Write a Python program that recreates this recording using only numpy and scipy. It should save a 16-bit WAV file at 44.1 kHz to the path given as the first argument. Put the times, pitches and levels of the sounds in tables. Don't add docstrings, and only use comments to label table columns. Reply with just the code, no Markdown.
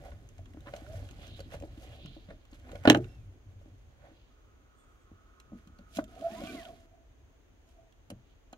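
import sys
import numpy as np
from scipy import signal
from scipy.fft import rfft, irfft, next_fast_len
from scipy.io import wavfile
from scipy.ndimage import map_coordinates

SR = 44100
rng = np.random.default_rng(int(sys.argv[2]) if len(sys.argv) > 2 else 0)


def unload_audio(sound):
    columns = np.transpose(np.atleast_2d(sound))
    steps = np.round(np.clip(columns, -1, 1) * 32767)
    wavfile.write(sys.argv[1], SR, steps.astype(np.int16))


def boost(x):
    u = np.asarray(x, float) / 20
    return 10 ** u


N = 377937

# time in seconds, effort in dB.
EFFORT = [(0, -0.5), (.4, -4.5), (1.1, 3.5), (1.55, -1.5), (2.0, -1.5), (2.33, -5.5), (2.47, -13),
          (2.75, 1), (3.1, 0), (3.4, -12), (3.65, -8), (4.4, -18), (5.4, -17.5), (6.05, -10.5), (6.45, -9),
          (6.9, -16), (8.57, -18)]
# time in seconds, weave rate in Hz, tone level in dB.
PULL_CURVE = [(6.08, 320, -84), (6.19, 513, -69), (6.27, 705, -78), (6.385, 1030, -70), (6.49, 1180, -68),
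              (6.54, 1160, -70), (6.6, 970, -72), (6.72, 450, -65), (6.86, 230, -84)]
PORT_SHARES = (0.74, 0.79, 1)


def unit(x):
    return x / np.sqrt(np.mean(x ** 2) + 1e-20)


def along(points, hz):
    f, v = np.transpose(points)
    return np.interp(np.log(hz + 1), np.log(f + 1), v)


def curves(rows, silent=-130):
    s, *cols = np.transpose(rows)
    return [np.interp(np.arange(N) / SR, s, c, silent, silent) for c in cols]


def wobble(rate):
    at = np.arange(0, N + 6, 6)
    knots = rng.standard_normal(int(N * rate / SR) + 4)
    return np.interp(np.arange(N), at, map_coordinates(knots, [at * rate / SR]))


def filtered(x, response):
    m = 2 * next_fast_len(N // 2 + SR // 5)
    return irfft(rfft(x, m) * response(np.fft.rfftfreq(m, 1 / SR)), m)[..., :N]


def resonances(modes):
    def response(f):
        return sum((-1) ** k * boost(db) * 1j * f * w / (c * c - f * f + 1j * f * w)
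                   for k, (c, w, db) in enumerate(modes))
    return response


def ring(modes, t, attack, scatter_db):
    decays = sum(boost(db + scatter_db * rng.normal() - 60 * t / t60) * np.sin(2 * np.pi * hz * t)
                 for hz, db, t60 in modes)
    return (1 - np.exp(-t / attack)) * decays


def rush(spectrum, alike, lift=np.ones_like):
    def response(hz):
        turn = np.arccos(np.clip(along(alike, hz), -1, 1)) / 2
        return boost(along(spectrum, hz)) * lift(hz) * [np.cos(turn), np.sin(turn)]
    mid, side = filtered(rng.standard_normal((2, N)), response)
    return unit(np.array([mid + side, mid - side]))


def panned(x, pan_db):
    return x * boost([[pan_db / 2], [-pan_db / 2]])


def spread(hiss, share):
    return np.array([hiss, np.sqrt(1 - share) * hiss + np.sqrt(share) * np.roll(hiss, N // 3)])


def ahead(pair):
    return np.array([pair[0], np.roll(pair[1], -round(.00016 * SR))])


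def strokes(rows):
    t = np.arange(0, N + 64, 64) / SR
    fade_db = 17.5
    gain = sum(boost(db - fade_db * np.abs(t - s) / length) for s, length, db in rows)
    return np.interp(np.arange(N) / SR, t, gain)


def squeak(rows, partials, flutter_db):
    out = np.zeros(N)
    on = slice(int(rows[0][0] * SR) + 1, int(rows[-1][0] * SR))
    hz, db = (c[on] for c in curves(rows))
    phase = 2 * np.pi * np.cumsum(hz) / SR
    overtones = sum(boost(level) * np.sin(k * phase) for k, level in partials)
    out[on] = boost(db) * (np.sin(phase) + overtones)
    return boost(flutter_db) * out


def speed_db():
    top_rate_hz = 1180
    return 20 * np.log10(np.maximum(curves(PULL_CURVE)[0], 1) / top_rate_hz)


def microphone_hiss():
    # frequency in Hz, density in dB per Hz.
    hiss_spectrum = [(88, -31), (150, -8), (330, -3.5), (866, -14), (3200, -21.5), (5200, -34.5),
                     (8800, -43.5), (15800, -36)]
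    # frequency in Hz, left-right likeness from -1 to 1.
    likeness = [(60, 0.94), (180, -0.33), (550, 0.3), (1650, -0.1), (4970, -0.28), (15000, 0.96)]
    # frequency in Hz, width in Hz, level in dB.
    port_modes = [(6480, 500, 16.5), (12400, 2500, -11.5)]
    return boost(-68) * rush(hiss_spectrum, likeness, lambda f: np.abs(1 + resonances(port_modes)(f)))


def handling():
    # frequency in Hz, density in dB per Hz.
    rumble_spectrum = [(12, -46.5), (20, -7), (40, 5), (105, -3), (178, -17), (264, -7), (450, -18.5),
                       (800, -100)]
    # level in dB at effort 0, growth in dB per dB of effort.
    sway_law = (-50.5, 0.52)
    # level in dB at effort 0, growth in dB per dB of effort.
    cushion_law = (-52, 1.01)
    # level in dB at effort 0, growth in dB per dB of effort.
    leather_law = (-61.5, 0.94)
    # level in dB at top speed, growth in dB per dB of speed.
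    spool_law = (-52.5, 1.1)
    effort_db, = curves(EFFORT)
    sway_gain, cushion_gain, leather_gain = (boost(db + grows * effort_db)
                                             for db, grows in (sway_law, cushion_law, leather_law))
    leather_gain = leather_gain + boost(spool_law[0] + spool_law[1] * speed_db())
    low = rush(rumble_spectrum, [(30, 0.91), (400, 0.93)])
    low_hz, high_hz = 70, 170
    sway = filtered(low, lambda f: 1 / (1 + (f / low_hz) ** 6))
    leather = filtered(low, lambda f: 1 - 1 / (1 + (f / high_hz) ** 6))
    cushion = (low - sway - leather) * boost(3.5 * wobble(21))
    lumpy_leather = leather * boost(4 * wobble(30))
    return sway_gain * unit(sway) + cushion_gain * unit(cushion) + leather_gain * unit(lumpy_leather)


def rubbing():
    # frequency in Hz, density in dB per Hz.
    crease = [(700, -30), (1000, -5), (1500, -0.5), (2300, -3), (3000, -24), (6000, -120)]
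    # frequency in Hz, density in dB per Hz.
    skin = [(1500, -38.5), (2400, -5), (3200, -3), (4100, -6.5), (5000, -13), (8000, -63.5)]
    # frequency in Hz, density in dB per Hz.
    fibre = [(3200, -29.5), (4800, -3.5), (6500, -1), (8500, -7.5), (12000, -6.5), (15800, -19.5)]
    # frequency in Hz, width in Hz, level in dB.
    well_modes = [(544, 290, -0.5), (800, 410, -3.5)]
    # frequency in Hz, width in Hz, level in dB.
    guide_modes = [(659.4, 60, -7), (765, 31.6, -14)]
    # peak in seconds, length in seconds, level, brightness and hollowness in dB.
    rubs = [(0.062, .08, -65, -8.5, 13.5), (0.682, 0.024, -59.5, -19, 7), (0.774, .1, -64.5, -4.5, 8),
            (0.963, .12, -64.5, -3, 6.5), (1.242, .07, -67, -5, 6.5), (1.379, .025, -69, -1, -10),
            (1.539, .03, -53.5, -5.5, 6.5), (1.654, .05, -79.5, 0, 20), (1.833, .06, -68.5, 2, 9),
            (1.936, .06, -68, -6, 12.5), (2.308, 0.021, -56, -20.5, 3.5), (2.546, .04, -66.5, -5.5, -8),
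            (2.699, .07, -63.5, -16.5, 7), (2.753, .04, -68.5, -6.5, 14), (2.851, .03, -53.5, -15, -0.5),
            (3.009, .1, -73.5, -7.5, 8.5), (4.056, 0.081, -66, -21.5, 5), (5.589, .05, -71.5, -6.5, -23),
            (5.965, .035, -61, 11, -1), (7.711, .06, -89, 11, -11.5)]
    # peak in seconds, length in seconds, level in dB.
    palm = [
        (1.296, 0.23, -64.5),
        (2.06, 0.36, -64.5),
        (4.2, 0.21, -73.5),
        (8.299, 0.15, -79.5),
    ]
    # peak in seconds, length in seconds, level in dB.
    swells = [
        (5.977, 0.014, -48),
        (6.15, 0.03, -63),
        (6.176, 0.032, -49.5),
        (6.342, 0.076, -55),
        (6.675, 0.065, -48),
        (6.951, 0.17, -68),
        (7.796, .12, -64.5),
    ]
    # crease, skin, fibre and hollow in dB at effort 0, growth in dB per dB of effort.
    contact = (-73, -76, -78, -71.5, 0.77)
    # level in dB at top speed, growth in dB per dB of speed.
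    drag = [
        (-59.5, 1.5),
        (-57, 1.7),
        (-61, 1.66),
        (-50.5, 1.9),
    ]

    def colours(f):
        hiss_colours = [boost(along(c, f)) for c in (crease, skin, fibre)]
        return hiss_colours + [resonances(c)(f) ** 2 for c in (well_modes, guide_modes)]

    grains = rng.standard_normal((5, N)) * boost(.8 * wobble(30))
    grains = grains * boost([2.8 * wobble(300) for _ in range(5)])
    *hisses, well, guide = map(unit, filtered(grains, colours))
    s, length, db, bright_db, hollow_db = np.transpose(rubs)
    layers = [(0, []), (0.5 + 0.88 * bright_db, palm), (bright_db, []), (hollow_db, swells)]
    effort_db, speed = curves(EFFORT)[0], speed_db()
    gains = []
    for (lift, extra), rest_db, (drag_db, grows) in zip(layers, contact, drag):
        stroked = strokes(list(zip(s, length, db + lift)) + extra)
        resting = boost(rest_db + contact[-1] * effort_db)
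        gains.append(stroked + resting + boost(drag_db + grows * speed))
    *gains, hollow_gain = gains
    hiss = sum(g * spread(h, share) for g, h, share in zip(gains, hisses, PORT_SHARES))
    belt_out = np.arange(N) > 5 * SR
    return panned(hiss + hollow_gain * np.where(belt_out, guide, well), pan_db=-4.0)


def ticks():
    # time in seconds, peak in dB, sheen in dB, ping in Hz.
    turned = [(0.1178, -55.5, -26, 1930), (.289, -57, -8, 6440), (.381, -56, -11.5, 2210),
              (.4569, -55, -17.5, 3360), (.535, -61, -10.5, 1970), (.571, -67, -40, 2000),
              (.606, -59.5, -9.5, 3720), (.66, -59, -30, 1000), (0.6702, -51, -31, 1060),
              (0.678, -53, -35, 800), (.6848, -54, -37, 990), (.69, -59, -25, 1030),
              (.7372, -43.5, -23, 2150), (.7645, -55, -7, 4170), (0.7625, -47, -10.5, 2970),
              (.8644, -53.5, -31, 1520), (1.0885, -50, -18, 2800), (1.11, -53, -8, 4200),
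              (1.1967, -65, -24, 2830), (1.2686, -53, -12, 4000), (1.278, -54.5, -10, 5950),
              (1.335, -60, -14, 3740), (1.393, -50, -12, 2540), (1.4035, -43, -11.5, 4480),
              (1.503, -56, -22, 1780), (1.512, -54, -16, 2600), (1.529, -54, -16, 3020),
              (1.551, -52, -16, 1610), (1.5193, -50, -23, 1910), (1.5405, -52, -30, 2140),
              (1.6004, -55.5, -7, 2480), (1.6224, -51, -16, 2490), (2.059, -48.5, -13.5, 3030),
              (1.776, -58, -10.5, 1570), (2.15, -63, -11, 3870), (2.2872, -57.5, -27, 1460),
              (2.452, -57.5, -11.5, 1050), (2.597, -62, -10, 6540), (2.672, -66, -25, 1440),
              (2.7003, -58, -24, 1580), (2.3048, -55, -21, 2080), (2.514, -69, 0, 9000),
              (2.531, -56.5, -17, 4330), (2.692, -56, -25, 2390), (2.7164, -48.5, -14, 1920),
              (2.755, -46, -18.5, 2210), (3.0428, -49.5, -17, 2750)]
    # time in seconds, peak in dB, sheen in dB, ping in Hz.
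    latch = [(5.585, -67, -14, 2600), (6.8, -70, -8, 3700), (6.152, -58, -13, 1400),
             (5.673, -58, -11, 4200), (5.787, -56.5, -15, 4400), (5.9695, -40, -8, 3950),
             (5.9894, -49.5, -56.5, 1600), (6.0407, -53, -6, 7050), (5.4, -52, -9, 4000),
             (6.437, -44.5, -19, 2540), (7.689, -68, -5, 3069), (7.924, -61, -14, 3294),
             (8.1025, -57, -9, 3306), (8.102, -42, -11, 9700), (8.528, -54, -7.5, 6800),
             (8.532, -51, -26, 4100), (8.103, -50, -13, 2490), (6.2104, -51, -14, 3200),
             (6.4708, -47, -19, 3000)]
    # time in seconds, peak in dB, sheen in dB, core in dB, t60 in seconds.
    clacks = [(2.8536, -29.5, -20.5, 4, 0.017), (2.8739, -16.5, -30.5, -8, 0.032),
              (2.886, -25.5, -24, -7.5, 0.012), (2.837, -41.5, -16, -5.5, 0.0065),
              (2.8817, -32, -18.5, -10, .01), (2.907, -26.5, -14, -11.5, .015),
              (2.928, -34, -16, -6, 0.018), (2.957, -37, -16, -6, .012), (2.8988, -6.5, -16, -13.5, 0.014),
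              (2.918, -26.5, -22.5, -7.5, 0.021), (2.947, -21.5, -26, -2.5, 0.014),
              (2.9713, -44, -9.5, -8, 0.023)]
    # time in seconds, peak in dB, ping in Hz.
    rattle = [(6.3135, -50, 2490), (6.3517, -51, 2970), (6.436, -48, 2530), (6.4704, -42.5, 2800),
              (6.5374, -49, 2250), (6.595, -46.5, 2410), (6.6301, -46, 3140), (6.6521, -43, 2780)]
    # frequency in Hz, width in Hz, level in dB.
    case_modes = [(2040, 1700, 0.5), (3030, 860, 5.5), (4080, 910, -0.5)]
    # frequency in Hz, width in Hz, level in dB.
    steel_modes = [(6530, 2800, 3), (9000, 2000, 3), (12176, 4100, 0.5)]
    # frequency in Hz, width in Hz, level in dB.
    core_modes = [(975, 220, 0.5), (1480, 350, 6)]
    tick_t60, latch_t60, core_base_db = .022, 0.024, -20.5
    dull_core = 0.56
    rows = [(*r, t60, core_base_db - dull_core * r[2])
            for table, t60 in ((turned, tick_t60), (latch, latch_t60)) for r in table]
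    rows += [(s, db, sheen_db, 1720, t60, core_db) for s, db, sheen_db, core_db, t60 in clacks]
    rows += [(s, db - 1.5, -23, hz, tick_t60, core_base_db) for s, db, hz in rattle]

    t = np.arange(SR // 20) / SR
    cracks = np.zeros((4, 2, N + len(t)))
    apart = 0.42
    onset = 1 - np.exp(-t / 0.000092)
    for s, db, sheen_db, ping_hz, t60, core_db in rows:
        at = slice(round(s * SR), round(s * SR) + len(t))
        levels = (db, db + sheen_db + 9, db + core_db + 11.0)
        for layer, level, slow in zip(cracks, levels, (1.05, .8, 1.4)):
            left, other = rng.standard_normal((2, len(t)))
            right = np.sqrt(1 - apart) * left + np.sqrt(apart) * other
            layer[:, at] += boost(level + 5.5 - 60 * t / (slow * t60)) * onset * [left, right]
        cracks[3, :, at] += ring([(ping_hz, db - 2.5, .8 * t60)], t, attack=0.0001, scatter_db=1.5)

    def bodies(f):
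        case_response = resonances(case_modes)(f) ** 2
        steel_response = resonances(steel_modes)(f) ** 2 / (1 + 1j * f / 14000) ** 3
        core_response = resonances(core_modes)(f) / (1 + 1j * f / 4000) ** 2
        return np.array([case_response, steel_response, core_response])[:, None]

    case, steel, core = filtered(cracks[:3], bodies)
    case_and_ping = panned(case + ahead(cracks[3, :, :N]), pan_db=-4.5)
    return case_and_ping + panned(steel, pan_db=-3) + panned(core, pan_db=-1.5)


def cushion_pushes():
    # time in seconds, peak in dB, frequency in Hz.
    pushes = [(0.199, -40.5, 120), (0.388, -36, 95), (0.948, -28.5, 96), (1.4, -34.5, 83.4),
              (1.553, -29.5, 71), (2.047, -43, 124), (2.748, -40, 86), (3.12, -44.5, 70),
              (3.185, -38.5, 108.6), (3.255, -37.5, 100.2), (3.464, -41, 97.8), (3.557, -40, 95),
              (3.715, -43, 99.8), (5.112, -53.5, 91.3), (8.124, -43.5, 125)]
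    t = np.arange(SR // 5) / SR
    out = np.zeros(N + len(t))
    for s, db, hz in pushes:
        out[round(s * SR):][:len(t)] += ring([(hz, db + 3.5, .11)], t, attack=0.0065, scatter_db=-1)
    return panned(out[:N], pan_db=0.5)


def knocks():
    # time in seconds, peak in dB, low mode in Hz, high mode in dB.
    well_knocks = [(.391, -49, 155, -3), (0.545, -39.5, 260, -15), (0.571, -34.5, 286, -19),
                   (.67, -39, 322, -4), (0.737, -41.5, 202, 6), (0.819, -36, 277, -27),
                   (0.943, -50, 169.4, -5), (1.188, -41, 161, -13), (1.392, -41.5, 300, -2),
                   (1.403, -43, 180, 0), (1.611, -46, 300, -0.5), (1.636, -30, 348, -9),
                   (2.31, -45, 294, 1), (1.5428, -34.5, 147, -8), (1.625, -35, 298, -4.5),
                   (1.776, -35.5, 284, -21), (2.05, -31.5, 153, -26), (2.166, -35.5, 318, -13),
                   (2.287, -35.5, 170, -17), (2.527, -39.5, 276, -20.5), (2.731, -39.5, 148, -4),
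                   (2.752, -41.5, 202, 1), (3.614, -57.5, 298, -1), (3.658, -42, 265, -18),
                   (3.68, -44, 270, -19), (4.045, -53, 298.6, -2), (4.09, -50, 320, -20),
                   (4.115, -44.5, 311, -20)]
    # time in seconds,
    # peak in dB, low mode in Hz, high in dB, t60 in seconds.
    trim_bumps = [(5.116, -29, 226, -42.5, 0.0093), (5.519, -39, 255, -16.5, 0.067),
                  (5.532, -30.5, 219, -23.5, 0.05), (5.671, -39, 169, -39, 0.04),
                  (5.7, -48, 246, -30.5, .05), (5.553, -36.5, 230, -33, .05), (5.808, -43, 222, -34, .04),
                  (5.791, -42, 198, -16.5, 0.059), (5.969, -33, 211, -25, 0.14),
                  (5.986, -21, 280, -7.5, 0.077), (6.316, -39.5, 217, -26, 0.16),
                  (6.415, -34.5, 251, -7, 0.069), (6.436, -22.5, 242, -19, 0.024),
                  (6.549, -35.5, 268, -13, 0.056), (2.9034, -11, 290.2, -40, .05),
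                  (2.924, -20.5, 330, -40, .04), (2.948, -23, 308.5, -39, .06),
                  (2.968, -18, 364, -26, 0.11), (8.102, -34.5, 250, -9.5, 0.031),
                  (8.114, -39, 241, -6, .04), (8.124, -27.5, 192.7, -21, 0.027),
                  (8.5295, -38, 259, -3.5, 0.026)]
    cycles, well_hz, trim_hz = 10, 576, 603
    rows = [(*r, cycles / r[2], well_hz) for r in well_knocks] + [(*r, trim_hz) for r in trim_bumps]
    t = np.arange(SR // 5) / SR
    out = np.zeros(N + len(t))
    for s, db, low_hz, high_db, t60, high_hz in rows:
        scattered_hz = high_hz * (1 + 0.08 * rng.normal())
        modes = [(low_hz, -2, t60), (scattered_hz, high_db + 10.0, 0.53 * t60)]
        out[round(s * SR):][:len(t)] += boost(db) * ring(modes, t, attack=0.00092, scatter_db=0.0)
    return panned(out[:N], pan_db=0.5)


def stick_slip():
    # time in seconds, frequency in Hz, level in dB.
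    rasp = [(.662, 950, -72), (.673, 1000, -60), (.69, 1055, -55), (.699, 1070, -72)]
    # time in seconds, frequency in Hz, level in dB.
    strap_squeak = [(.82, 530, -68), (.87, 590, -60), (.9, 620, -55), (.94, 665, -52), (.965, 620, -59),
                    (1.0, 570, -66)]
    # time in seconds, frequency in Hz, level in dB.
    chirp = [(3.07, 2660, -84), (3.092, 2710, -74), (3.166, 2688, -77), (3.19, 2600, -82),
             (3.214, 2458, -79), (3.24, 2320, -80)]
    flutter_db = 1.5 * wobble(40)
    tones = squeak(rasp, [(.55, 3), (1.75, -6)], 2 * flutter_db + 3)
    tones = tones + squeak(strap_squeak, [], 2 * flutter_db + 4) + squeak(chirp, [], flutter_db + 4)
    octave = [(s, 2 * hz, db - 9) for s, hz, db in chirp[:4]]
    tones = tones + squeak(octave, [], 2 * flutter_db + 4)
    return panned(ahead([tones, tones]), pan_db=-4.0)


def finger_swipes():
    # time in seconds, frequency in Hz, level in dB.
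    swipes = [
        [(1.16, 2500, -81), (1.22, 2900, -61), (1.29, 3410, -63), (1.37, 3610, -57.5), (1.395, 3730, -68),
         (1.47, 3480, -70)],
        [(1.82, 2200, -79), (1.88, 2490, -63), (1.95, 3110, -66.5), (2.05, 3370, -59), (2.16, 3810, -67.5),
         (2.27, 3900, -85)],
    ]
    flutter_db = 1.5 * wobble(40)
    tones = sum(squeak(rows, [], flutter_db + 2.5) for rows in swipes)
    carrier = wobble(1600)
    return panned(spread(carrier, PORT_SHARES[1]) * tones, pan_db=-4.0)


def bounces():
    # time in seconds, peak in dB, shell in dB, boom in dB.
    falls = [
        (2.853, -21, 5.5, -11),
        (2.8755, -3, -8, -4.5),
        (2.902, -6.5, -2.5, -12),
        (2.948, -15.5, -0.5, 1.5),
        (2.975, -27.5, -23, -8),
    ]
    # frequency in Hz, level in dB, t60 in seconds.
    seat_modes = [(270, -0.5, 0.042), (290, 4, 0.045), (346, -5.5, 0.096), (385, -4.5, 0.11),
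                  (440, -14.5, 0.21)]
    # frequency in Hz, level in dB, t60 in seconds.
    shell_modes = [(543, -3.5, 0.0533), (645, 6.5, 0.023), (610.8, 1.5, 0.053), (680, -9, 0.055),
                   (806, -6, 0.086)]
    # frequency in Hz, level in dB, t60 in seconds.
    boom_modes = [(100, -27.5, 0.6), (125, -9, 0.27), (161, -8.5, 0.18), (195, -5, 0.12)]
    t = np.arange(SR * 2 // 3) / SR
    out = np.zeros(N + SR)
    for s, db, shell_db, boom_db in falls:
        blow = ring(seat_modes, t, attack=0.0015, scatter_db=1)
        blow = blow + boost(shell_db) * ring(shell_modes, t, attack=0.0011, scatter_db=1.5)
        blow = blow + boost(boom_db) * ring(boom_modes, t, attack=0.0038, scatter_db=2.4)
        out[round(s * SR):][:len(t)] -= boost(db - 6.0) * blow
    return panned(out[:N], pan_db=-1.0)


def traffic():
    # time in seconds, nearness 0-1, level in dB.
    passing = [
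        (4.3, 0.17, -78),
        (4.45, 0.34, -75),
        (5.3, 0.4, -71),
        (5.9, 1, -70.5),
        (6.5, 1, -69.5),
    ]
    # frequency in Hz, width in Hz, level in dB.
    tyres = [
        [(1070, 26, -1), (1280, 150, 2)],
        [(1244, 44, 4.5), (1407, 140, 0)],
    ]
    near, db = curves(passing)
    near = np.clip(near, 0, 1)
    noise = rng.standard_normal((2, N))
    far_roar, near_roar = map(unit, filtered(noise, lambda f: [resonances(c)(f) for c in tyres]))
    roar = np.sqrt(1 - near) * far_roar + np.sqrt(near) * near_roar
    return panned(boost(db + 1.4 * wobble(9.0)) * roar, pan_db=-4.0)


def seat_creaks():
    # time in seconds, frequency in Hz, level in dB.
    creak = [(4.75, 8000, -98), (4.795, 8460, -85), (4.83, 8400, -87), (4.86, 8000, -95), (4.94, 7950, -96),
             (4.97, 7700, -110), (4.995, 8060, -96), (5.02, 8010, -89), (5.05, 7400, -100)]
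    # time in seconds, frequency in Hz, level in dB.
    seam = [(4.77, 11350, -104), (4.79, 11540, -90), (4.85, 11250, -100), (4.9, 11300, -94),
            (4.93, 11540, -90), (4.96, 11470, -90), (4.98, 11200, -100), (5.01, 11330, -93),
            (5.03, 11300, -104)]
    flutter_db = 1.5 * wobble(40)
    tones = squeak(creak, [(.41, -5), (.85, -4)], 1.5 * flutter_db + 12)
    tones = tones + squeak(seam, [], 1.5 * flutter_db + 10)
    return panned(ahead([tones, tones]), pan_db=-4.0)


def webbing():
    # multiple of the weave rate, level in dB.
    whir = [(.215, 3), (1.29, 1), (2, 3.5), (2.15, -3)]
    # level in dB at top speed, growth in dB per dB of speed.
    over_law = (-64.5, 1.7)
    # peak in seconds, length in seconds, level in dB.
    bites = [
        (6.32, 0.023, -68),
        (6.385, 0.027, -54.5),
        (6.48, 0.034, -56.5),
        (6.555, 0.021, -66),
    ]
    # time in seconds, frequency in Hz, level in dB.
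    sing = [(6.214, 640, -62), (6.227, 648, -34), (6.236, 660, -50), (6.246, 668, -31), (6.257, 672, -32),
            (6.269, 676, -28), (6.279, 680, -40), (6.287, 676, -36), (6.299, 672, -56)]
    hz, tone_db = curves(PULL_CURVE)
    uneven_hz = np.maximum(hz, 0) * (1 + 0.016 * wobble(70))
    phase = 2 * np.pi * np.cumsum(uneven_hz) / SR
    over = sum(boost(level + 4.5 * wobble(30)) * np.sin(k * phase) for k, level in whir)
    tone = (boost(tone_db + 5.2 * wobble(29)) + strokes(bites)) * np.sin(phase)
    guided = filtered(tone, lambda f: 1 + resonances([(665, 90, 19)])(f))
    overtones = boost(over_law[0] + over_law[1] * speed_db()) * over
    return ahead(panned(guided + overtones + squeak(sing, [(2, -31)], 2.0), pan_db=-2.5))


def ports(pair, lead, wet_db):
    # frequency in Hz, t60 in seconds.
    cabin_t60 = [(150, 0.22), (1000, 0.089), (10000, 0.043)]
    hz, t, z = signal.stft(rng.standard_normal((2, SR // 4)), SR, nperseg=256)
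    z[1, hz < 700] = z[0, hz < 700]
    tail = signal.istft(z * boost(-60 * t / along(cabin_t60, hz)[:, None]), SR, nperseg=256)[1]
    tail = np.pad(tail / np.linalg.norm(tail[0]), ((0, 0), (90, 0)))

    def response(f):
        cabin = 1 + boost(wet_db) * rfft(tail, 2 * len(f) - 2)
        return cabin * np.exp(1j * np.pi * f * lead * np.array([[1], [-1]]))

    return filtered(pair, response)


def scene():
    contacts = rubbing() + ticks() + cushion_pushes() + knocks() + bounces()
    tones = stick_slip() + finger_swipes() + seat_creaks() + webbing()
    near = ports(contacts + tones + traffic(), lead=.0002, wet_db=-9)
    return microphone_hiss() + handling() + near


def band_limit(x):
    return signal.sosfilt(signal.butter(12, 16310, fs=SR, output="sos"), x)


def record(dry):
    top, cut_hz, top_hz = .93, 30, 15780
    held = dry / (1 + np.abs(dry / top) ** 8) ** (1 / 8)
    mix = filtered(held, lambda f: (f < top_hz) * (1j * f / (cut_hz + 1j * f)) ** 2)
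    return band_limit(mix)


dry = scene()
out = record(dry)
unload_audio(out)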